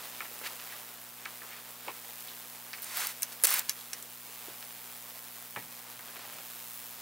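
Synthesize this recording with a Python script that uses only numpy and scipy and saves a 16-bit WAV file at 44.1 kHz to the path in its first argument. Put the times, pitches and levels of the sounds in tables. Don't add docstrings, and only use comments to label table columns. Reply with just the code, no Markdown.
import sys
import numpy as np
from scipy import signal
from scipy.fft import rfft, irfft, next_fast_len
from scipy.io import wavfile

SR = 44100
rng = np.random.default_rng(int(sys.argv[2]) if len(sys.argv) > 2 else 0)


def transcribe(u):
    v = np.clip(np.atleast_2d(u).T, -1, 1)
    q = np.round(v * 32767).astype(np.int16)
    wavfile.write(sys.argv[1], SR, q)


def convert_level_to_amplitude(level_db):
    exponent = np.asarray(level_db, float) / 20
    return 10 ** exponent


N = 309141

# frequency in Hz, level in dB per Hz.
ROOM_TONE_HZ_DB = [(20, -125), (50, -108), (90, -106), (200, -100), (500, -104), (2000, -115)]
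# multiple of the mains, level in dB rms.
HUM_MULTIPLE_DB = [(1, -92.5), (2, -69.5), (3, -74), (4, -67), (6, -81), (8, -75), (10, -77), (12, -79.5)]
# frequency in Hz, gain in dB.
SIDE_HZ_DB = [(300, -26), (1200, -25), (5000, -16), (8000, -10), (14000, -9)]
# start of hold in seconds, hold in seconds, flutter level in dB.
FLARE_EVENTS = [(1.87, 0.027, -76), (4.47, 0.043, -71), (5.573, 0.02, -54), (5.62, 0.065, -64),
                (5.977, .01, -65), (6.163, .08, -81), (6.28, .015, -72), (6.32, 0.059, -71)]
# start in seconds, relative level in dB.
PUSH_EVENTS = [(3.4376, -39.5), (3.506, -52), (3.539, -43)]
# start of hold in seconds, hold in seconds, ticks per second before clumping.
CRUST_SPATE = (6.17, 0.078, 710)
# start in seconds, peak in dB, pitch in Hz.
CHAR_TICKS = [(.2056, -29, 3000), (0.5997, -29, 2400), (.6043, -39, 1410), (.6158, -39, 1300),
              (.6493, -36, 2700), (1.2553, -27, 4500), (1.8837, -36, 2480), (3.7918, -33, 4000),
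              (4.627, -27.5, 2300), (5.96, -39, 1300), (5.9928, -32, 2400), (6.1595, -30, 1290),
              (6.166, -32, 1700), (6.1678, -35, 2600), (6.194, -34, 1300), (6.2093, -35, 2200),
              (6.2455, -35, 1300), (6.2538, -35.5, 1090), (6.2654, -36, 2000), (6.279, -36.5, 700),
              (6.2992, -35, 1300), (6.3866, -34, 1400)]
# frequency in Hz, relative level in dB, T60 in seconds.
BOARD_MODES = [(367, -25, .09), (443, -2, 0.26), (870, 4, .09), (1097, -8, 0.13), (1367, 2, 0.07),
               (1570, -6.5, .06), (1930, -4.5, 0.19), (2194, -6, 0.11), (2600, -12, 0.075),
               (3000, -19, 0.1), (3360, -29, .05)]
# time in seconds, burst peak in dB, pitch in Hz, relative thud level in dB
# (280 to 560 Hz), rise in ms.
POP_EVENTS = [(.2055, -29.5, 1340, -47, 0.27), (0.2049, -28.5, 2170, -58, 0.17),
              (.222, -42, 1110, -63, 7.2), (0.25, -38.5, 1940, -54, 7.3), (0.313, -48, 516, -51, 0.5),
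              (0.414, -39, 1420, -46, 0.73), (0.4127, -43, 498, -61, 0.18), (.505, -43, 1110, -63, 3.),
              (0.439, -35, 1850, -54, 4.), (.465, -35, 4300, -70, 5.), (.458, -29.5, 2200, -56, 9.),
              (.698, -39, 2300, -70, 6.), (.722, -36, 1730, -68, 4.), (0.733, -43, 1600, -70, 2.2),
              (.75, -46, 1300, -70, 4.4), (1.252, -38, 2400, -65, 3.5), (1.2562, -33, 4280, -68, 1.),
              (1.2557, -30, 2270, -60, 0.78), (1.257, -33, 1700, -62, .8), (1.2603, -30, 1250, -58, 0.3),
              (1.417, -36.5, 1500, -55, 3.2), (1.425, -43, 1030, -65, 7.3), (1.44, -49, 950, -62, 5.3),
              (1.519, -41, 2230, -66, 8.5), (1.54, -45, 1800, -66, 8.3), (1.875, -38, 443, -45, 1.2),
              (1.88, -27, 2320, -53, 1.76), (1.883, -29, 975, -42, 1.16), (1.888, -34, 950, -50, 1.4),
              (1.895, -38, 2400, -55, 4.98), (2.283, -35.5, 3440, -65, 3.4),
              (2.7315, -30.5, 4470, -68, 0.19), (2.7322, -31.5, 1530, -66, 0.22),
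              (2.7374, -26.5, 2120, -62, 0.25), (2.782, -40, 1770, -60, 8.3),
              (3.4385, -51, 1880, -36.5, 0.49), (3.4385, -36.5, 474, -40.5, 0.28),
              (3.927, -37.5, 1790, -60, 8.), (4.481, -44.5, 400, -44, 2.8), (4.897, -42, 2520, -65, 0.4),
              (5.5616, -33.5, 920, -44, 0.17), (5.5616, -25, 1900, -57, 1.15), (5.567, -36, 2030, -43, 0.9),
              (5.572, -37.5, 840, -60, 3.34), (5.581, -46, 1850, -46, 3.2),
              (5.9944, -37.5, 1660, -50, 0.25), (6.168, -39, 1900, -49, 2.4)]
# time in seconds, burst peak in dB, pitch in Hz,
# relative body level in dB (1.3 to 3.3 kHz).
SNAP_EVENTS = [(2.8208, -22, 14500, -51.5), (2.8265, -23, 14900, -53), (2.831, -26, 9500, -55),
               (2.8435, -24.5, 9800, -52), (2.971, -14.5, 14500, -47), (3.0695, -21, 6000, -50),
               (3.07, -18, 14200, -50), (3.2217, -15, 9500, -31.5), (3.2306, -14.5, 6300, -33),
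               (3.2307, -12.5, 11000, -45), (3.321, -31, 5230, -41), (3.327, -28, 8900, -48),
               (3.426, -24, 12500, -59), (3.437, -3, 10200, -27), (3.446, -5, 9700, -39),
               (3.451, -7, 10000, -42), (3.47, -11.5, 12600, -49), (3.47, -15, 8500, -40),
               (3.4785, -16, 9700, -41), (3.506, -10, 14000, -42), (3.525, -12.5, 11600, -47),
               (3.5403, -7, 12600, -24), (3.5857, -20, 14000, -45), (3.593, -13.5, 8200, -48),
               (3.6887, -34, 4320, -30), (3.6945, -8, 6300, -27), (3.8106, -32.5, 4230, -59),
               (3.932, -22.5, 6000, -50), (4.026, -26, 8350, -53)]
# time of full flow in seconds, swell in dB per second, hold in seconds,
# low rush level in dB, high rush level in dB.
JET_EVENTS = [(0.454, 450, 0.019, -41, -42), (2.825, 900, 0.11, -69, -47), (0.72, 400, .03, -50, -62),
              (1.52, 300, .07, -50.5, -62), (2.987, 141, 0.064, -36, -34), (3.079, 200, 0.031, -43, -40),
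              (3.438, 25000, 0.0072, -31, -24.5), (3.448, 4000, 0.0073, -32, -22.5),
              (3.478, 600, 0.11, -34, -29.5), (3.552, 138, 0.053, -40.5, -45),
              (3.592, 5000, 0.0011, -45, -28.5), (3.933, 8000, .003, -56, -40)]
# frequency in Hz, gain in dB.
JET_HZ_DB = [(150, -43), (330, -23), (670, -12), (1200, -4.5), (2200, -4), (3200, -7.5), (4300, -6),
             (6000, -7), (8400, -6.5), (12800, -7), (15750, -6.5), (16100, -45)]
# time in seconds, arc hiss level in dB, relative sizzle level in dB.
BURN_CURVE = [(0.0, -49, -46), (0.36, -47.5, -48.5), (0.67, -48, -47.5), (0.89, -50, -50.5),
              (1.19, -51.5, -50.5), (1.41, -50, -50), (1.84, -51, -49.5), (2.18, -47.5, -49.5),
              (2.53, -50, -51.5), (2.7, -49.5, -50), (3.75, -49, -50), (4.11, -50, -51),
              (4.5, -48.5, -50.5), (5.3, -49, -52), (5.65, -49.5, -52.5), (6.19, -50.5, -48.5),
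              (6.67, -46.5, -53), (7.01, -48.5, -51)]
# frequency in Hz, gain in dB.
SIZZLE_HZ_DB = [(60, -31), (150, -14.5), (270, -8.5), (470, -4), (900, -1), (1800, -3.5), (3500, -6.5),
                (9000, -13), (13000, -25)]
# place in the mains cycle (0-1), sharpness, relative level in dB.
CURRENT_PEAKS = [(.435, 8.6, -6), (.87, 19, -10), (.995, 13, -6.5)]
# frequency in Hz, gain in dB.
ARC_HZ_DB = [(400, -40), (700, -6), (1800, -7.5), (2400, -5.5), (5900, -7), (9200, -3.5), (11100, -2.5),
             (14000, 0.5), (15750, 1.5), (16100, -51)]

MAINS_HZ = 59.985
SHOP_T60_S, SHOP_DB, WALL_CUT_HZ = 0.1, -23.5, 43000
BENCH_ECHO_S, BENCH_ECHO_DB = 0.0018, -6.0
CUTOFF_HZ = 17000
FLARE_SWELL_DB_PER_S, FLARE_FADE_DB_PER_S = 500, 350
PUSH_RISE_S = 0.00089
TICKS_PER_S, TICKS_FOLLOW_DB_PER_DB = 105, 2.1
TICK_WIDTH = 2
BOARD_DB = -21.0
POP_T60_S, POP_SIZE_GAIN_S, POP_RISE_GAIN_S = 0.075, 0.039, 0.012
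SNAP_RISE_MS, SNAP_T60_S, SNAP_T60_POWER = 0.25, 0.048, 1
JET_SAG_DB_PER_S, JET_CLOSE_DB_PER_S = 44, 448
JET_CLOSE_SHARE = 0.78


def rms_one(x):
    return x / np.sqrt(np.mean(x ** 2) + 1e-20)


def in_time(rows):
    time_s, *columns = np.transpose(rows)
    return [np.interp(np.arange(N) / SR, time_s, column) for column in columns]


def shape(x, spectrum):
    size = next_fast_len(N)
    hz = np.maximum(np.arange(size // 2 + 1) * SR / size, 1)
    point_hz, point_db = np.transpose(spectrum)
    gain = convert_level_to_amplitude(np.interp(np.log(hz), np.log(point_hz), point_db))
    return irfft(rfft(x, size) * gain, size)[..., :N]


def band(x, low_hz, high_hz):
    edges_hz = [low_hz, min(high_hz, 0.45 * SR)]
    return signal.sosfilt(signal.butter(2, edges_hz, "band", fs=SR, output="sos"), x)


def level(x, low_hz, high_hz):
    return x / np.sqrt(np.mean(band(x, low_hz, high_hz) ** 2))


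def drift(rate_hz):
    r = np.exp(-80 * np.pi * rate_hz / SR)
    noise = rng.standard_normal(N // 40 + 2002)
    slow = signal.lfilter([1], [1, -2 * r, r * r], noise)[2000:]
    return np.interp(np.arange(N) / 40, np.arange(len(slow)), rms_one(slow))


def grains(per_s, spread_db):
    sizes = convert_level_to_amplitude(spread_db * np.minimum(rng.exponential(1, N), 5)) * rng.choice([-1, 1], N)
    return sizes * (rng.random(N) < per_s / SR)


def envelope(at_s, hold_s, swell_db_per_s, fade_db_per_s, sag_db_per_s=0):
    t = np.arange(N) / SR - at_s
    swell_db = abs(swell_db_per_s) * np.minimum(t, 0)
    sag_db = sag_db_per_s * np.clip(t, 0, hold_s)
    fade_db = fade_db_per_s * np.maximum(t - hold_s, 0)
    return convert_level_to_amplitude(np.maximum(swell_db - sag_db - fade_db, -120))


def along_track(x, spectrum, low_hz, high_hz, side_db):
    scattered = convert_level_to_amplitude(side_db) * x * rng.choice([-1, 1], N)
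    mid, side = shape(np.array([x, scattered]), spectrum)
    return level(mid + side * np.array([[1], [-1]]), low_hz, high_hz)


def bursts(events, width, crack_s, tail_db, wide_db, skirt, strike_db, body_hz, body_db):
    out, t = np.zeros(N), np.arange(SR // 4) / SR
    for time_s, peak_db, hz, t60_s, event_body_db, rise_ms in events:
        noise = rng.standard_normal((2, len(t)))
        rise_s = rise_ms / 1000
        rise = np.minimum(1000 * t / np.clip(rise_ms, 0.05, 15), 1)
        after_s = np.maximum(t - rise_s, 0)
        tail = convert_level_to_amplitude(-60 * after_s / np.clip(t60_s, 0.005, 0.4))
        crack = np.exp(-after_s / (crack_s + rise_s))
        puff = noise[0] * rise * (crack + convert_level_to_amplitude(tail_db) * tail)
        puff[round(rise_s * SR)] += convert_level_to_amplitude(strike_db) * np.sqrt(crack_s * SR)
        spread = width + 0.0059 * rise_ms
        core = rms_one(band(puff, hz / spread, hz * spread))
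        wide_hz = hz * skirt[0], hz * skirt[1]
        wide = rms_one(band(band(puff, *wide_hz), *wide_hz))
        burst = core + convert_level_to_amplitude(wide_db) * wide
        burst = convert_level_to_amplitude(peak_db) * burst / np.abs(burst).max()
        body = convert_level_to_amplitude(body_db) * rms_one(band(noise[1], *body_hz))
        body = body * tail * np.minimum(t / 0.0013, 1) * rise
        at = round((time_s - rise_s / 2) * SR)
        out[at:at + len(t)] += (burst + convert_level_to_amplitude(event_body_db) * body)[:N - at]
    return out


def room_tone():
    return shape(rng.standard_normal((2, N)) * np.sqrt(SR / 2), ROOM_TONE_HZ_DB)


def shop(x):
    size = next_fast_len(N + SR // 2)
    hz = np.arange(size // 2 + 1) * SR / size
    source, out = rfft(x, size), np.zeros((2, len(hz)), complex)
    for k, lag_s in enumerate(rng.uniform(0.0076, 0.032, 12)):
        delay = np.exp(-2j * np.pi * hz * lag_s)
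        loop = convert_level_to_amplitude(-60 * lag_s / SHOP_T60_S) * delay / (1 + 1j * hz / WALL_CUT_HZ)
        out[k % 2] += loop / (1 - loop) * (-1) ** (k // 2)
    return irfft(out * source, size)[:, :N]


def hum():
    t = np.arange(N) / SR
    out = np.zeros(N)
    for k, db in HUM_MULTIPLE_DB:
        gain = np.sqrt(2) * convert_level_to_amplitude(db + 0.059 * k * drift(0.54))
        out += gain * np.sin(2 * np.pi * (k * MAINS_HZ * t + rng.random()))
    return out


def flares():
    flap = band(band(rng.standard_normal(N), 95, 290), 95, 290) * convert_level_to_amplitude(1.5 * drift(25))
    gain = sum(convert_level_to_amplitude(db) * envelope(at_s, hold_s, FLARE_SWELL_DB_PER_S, FLARE_FADE_DB_PER_S)
               for at_s, hold_s, db in FLARE_EVENTS)
    return gain * rms_one(flap)


def pushes():
    start_s, push_db = np.transpose(PUSH_EVENTS)
    t = np.maximum(np.arange(N) / SR - start_s[:, None], 0) / PUSH_RISE_S
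    return convert_level_to_amplitude(push_db - 7.5) @ (t * np.exp(1 - t))


def crackle(sizzle_db, tick_db=-34.0):
    at_s, hold_s, spate_per_s = CRUST_SPATE
    per_s = TICKS_PER_S * convert_level_to_amplitude(TICKS_FOLLOW_DB_PER_DB * (sizzle_db + 50))
    per_s = per_s + spate_per_s * envelope(at_s, hold_s, swell_db_per_s=304, fade_db_per_s=120)
    clicks = grains(per_s * convert_level_to_amplitude(2.2 * drift(8)), spread_db=3)
    return convert_level_to_amplitude(tick_db) * band(clicks, 660, 3900)


def ticks():
    out, click = np.zeros(N), np.r_[1., np.zeros(400)]
    for start_s, peak_db, hz in CHAR_TICKS:
        tick = band(click, hz / TICK_WIDTH, hz * TICK_WIDTH)
        at = round(start_s * SR)
        out[at:at + len(tick)] += convert_level_to_amplitude(peak_db) * tick / np.abs(tick).max()
    return out


def board(x):
    out = 0
    for k, (hz, db, t60_s) in enumerate(BOARD_MODES):
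        r, w = convert_level_to_amplitude(-60 / (t60_s * SR)), 2 * np.pi * hz / SR
        strike, poles = [0, np.sin(w) * w / (2 * np.pi)], [1, -2 * r * np.cos(w), r * r]
        out = out + (-1) ** k * convert_level_to_amplitude(db) * signal.lfilter(strike, poles, x + 1e-18)
    return convert_level_to_amplitude(BOARD_DB) * out


def pops():
    rows = []
    for time_s, db, hz, thud_db, rise_ms in POP_EVENTS:
        t60_s = POP_T60_S + POP_SIZE_GAIN_S * (db + 40) / 10 + POP_RISE_GAIN_S * rise_ms
        rows.append((time_s, db, hz, t60_s, thud_db, rise_ms))
    return bursts(rows, width=1.177, crack_s=0.00062, tail_db=-7.0, wide_db=-4.0, skirt=(0.45, 1.53),
                  strike_db=4.0, body_hz=(280, 560), body_db=-6.0)


def snaps():
    rows = []
    for time_s, db, hz, body_db in SNAP_EVENTS:
        t60_s = SNAP_T60_S * (10000 / hz) ** SNAP_T60_POWER
        rows.append((time_s, db, hz, t60_s, body_db, SNAP_RISE_MS))
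    return bursts(rows, width=1.09, crack_s=0.0006, tail_db=-11.5, wide_db=6.0, skirt=(0.62, 2.1),
                  strike_db=0.5, body_hz=(1300, 3300), body_db=-10.0)


def jets(split_hz=4500):
    flows = []
    for at_s, swell, hold_s, *_ in JET_EVENTS:
        close = max(JET_CLOSE_DB_PER_S, JET_CLOSE_SHARE * swell)
        flows.append(envelope(at_s, hold_s, swell, close, JET_SAG_DB_PER_S))
    rush_db = np.array(JET_EVENTS)[:, 3:].T
    low_gain, high_gain = np.sqrt(convert_level_to_amplitude(2 * rush_db) @ np.array(flows) ** 2)
    grit = convert_level_to_amplitude(-8) * rms_one(grains(3000, spread_db=2.2))
    rush = shape(rng.standard_normal(N) + grit, JET_HZ_DB) * convert_level_to_amplitude(1.2 * drift(60))
    low = signal.sosfilt(signal.butter(2, split_hz, fs=SR, output="sos"), rush)
    return low_gain * level(low, 600, 6800) + high_gain * level(rush - low, 4400, 17900)


def sizzle(sizzle_db):
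    boil = along_track(rng.standard_normal(N), SIZZLE_HZ_DB, 400, 6100, side_db=-14.5)
    return convert_level_to_amplitude(sizzle_db - 4.0 + 1.5 * drift(9.6)) * boil


def arcs(arc_db, between_db=-14.5, cycle_db=1.0):
    cycle = MAINS_HZ * np.arange(N) / SR
    power = sum(convert_level_to_amplitude(2 * db) * np.exp(sharpness * (np.cos(2 * np.pi * (cycle - place)) - 1))
                for place, sharpness, db in CURRENT_PEAKS)
    half = (2 * cycle + 0.6).astype(int)
    half_gain = convert_level_to_amplitude(cycle_db * rng.standard_normal(half[-1] + 1))[half]
    power = power * half_gain ** 2 + convert_level_to_amplitude(2 * between_db)
    sparks = grains(20000, spread_db=2.5) * np.sqrt(power)
    hiss = along_track(sparks, ARC_HZ_DB, 6000, 14540, side_db=-10.0)
    return convert_level_to_amplitude(arc_db + 0.5 * drift(13)) * hiss


def scene():
    arc_db, sizzle_db = in_time(BURN_CURVE)
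    knocks = pops() + ticks()
    knocks = knocks + board(knocks)
    bright = snaps()
    vents = jets() + knocks + bright + pushes()
    lag = round(BENCH_ECHO_S * SR)
    vents[lag:] += convert_level_to_amplitude(BENCH_ECHO_DB) * bright[:-lag]
    spread = arcs(arc_db) + sizzle(sizzle_db) + crackle(sizzle_db) + flares()
    quadrature = signal.hilbert(vents, next_fast_len(N))[:N].imag
    side = shape(quadrature, SIDE_HZ_DB)
    near = vents + spread + hum() - side * np.array([[1], [-1]])
    wet = shop(spread.mean(axis=0) + vents)
    balance = convert_level_to_amplitude(np.array([[-0.35], [0.35]]))
    return (near + convert_level_to_amplitude(SHOP_DB) * wet + room_tone()) * balance


def top_cut(x):
    return signal.sosfilt(signal.butter(12, 17000, fs=SR, output="sos"), x)


def record(dry):
    cut = signal.sosfilt(signal.cheby2(12, 60, CUTOFF_HZ, fs=SR, output="sos"), dry)
    return top_cut(cut)


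dry = scene()
out = record(dry)
transcribe(out)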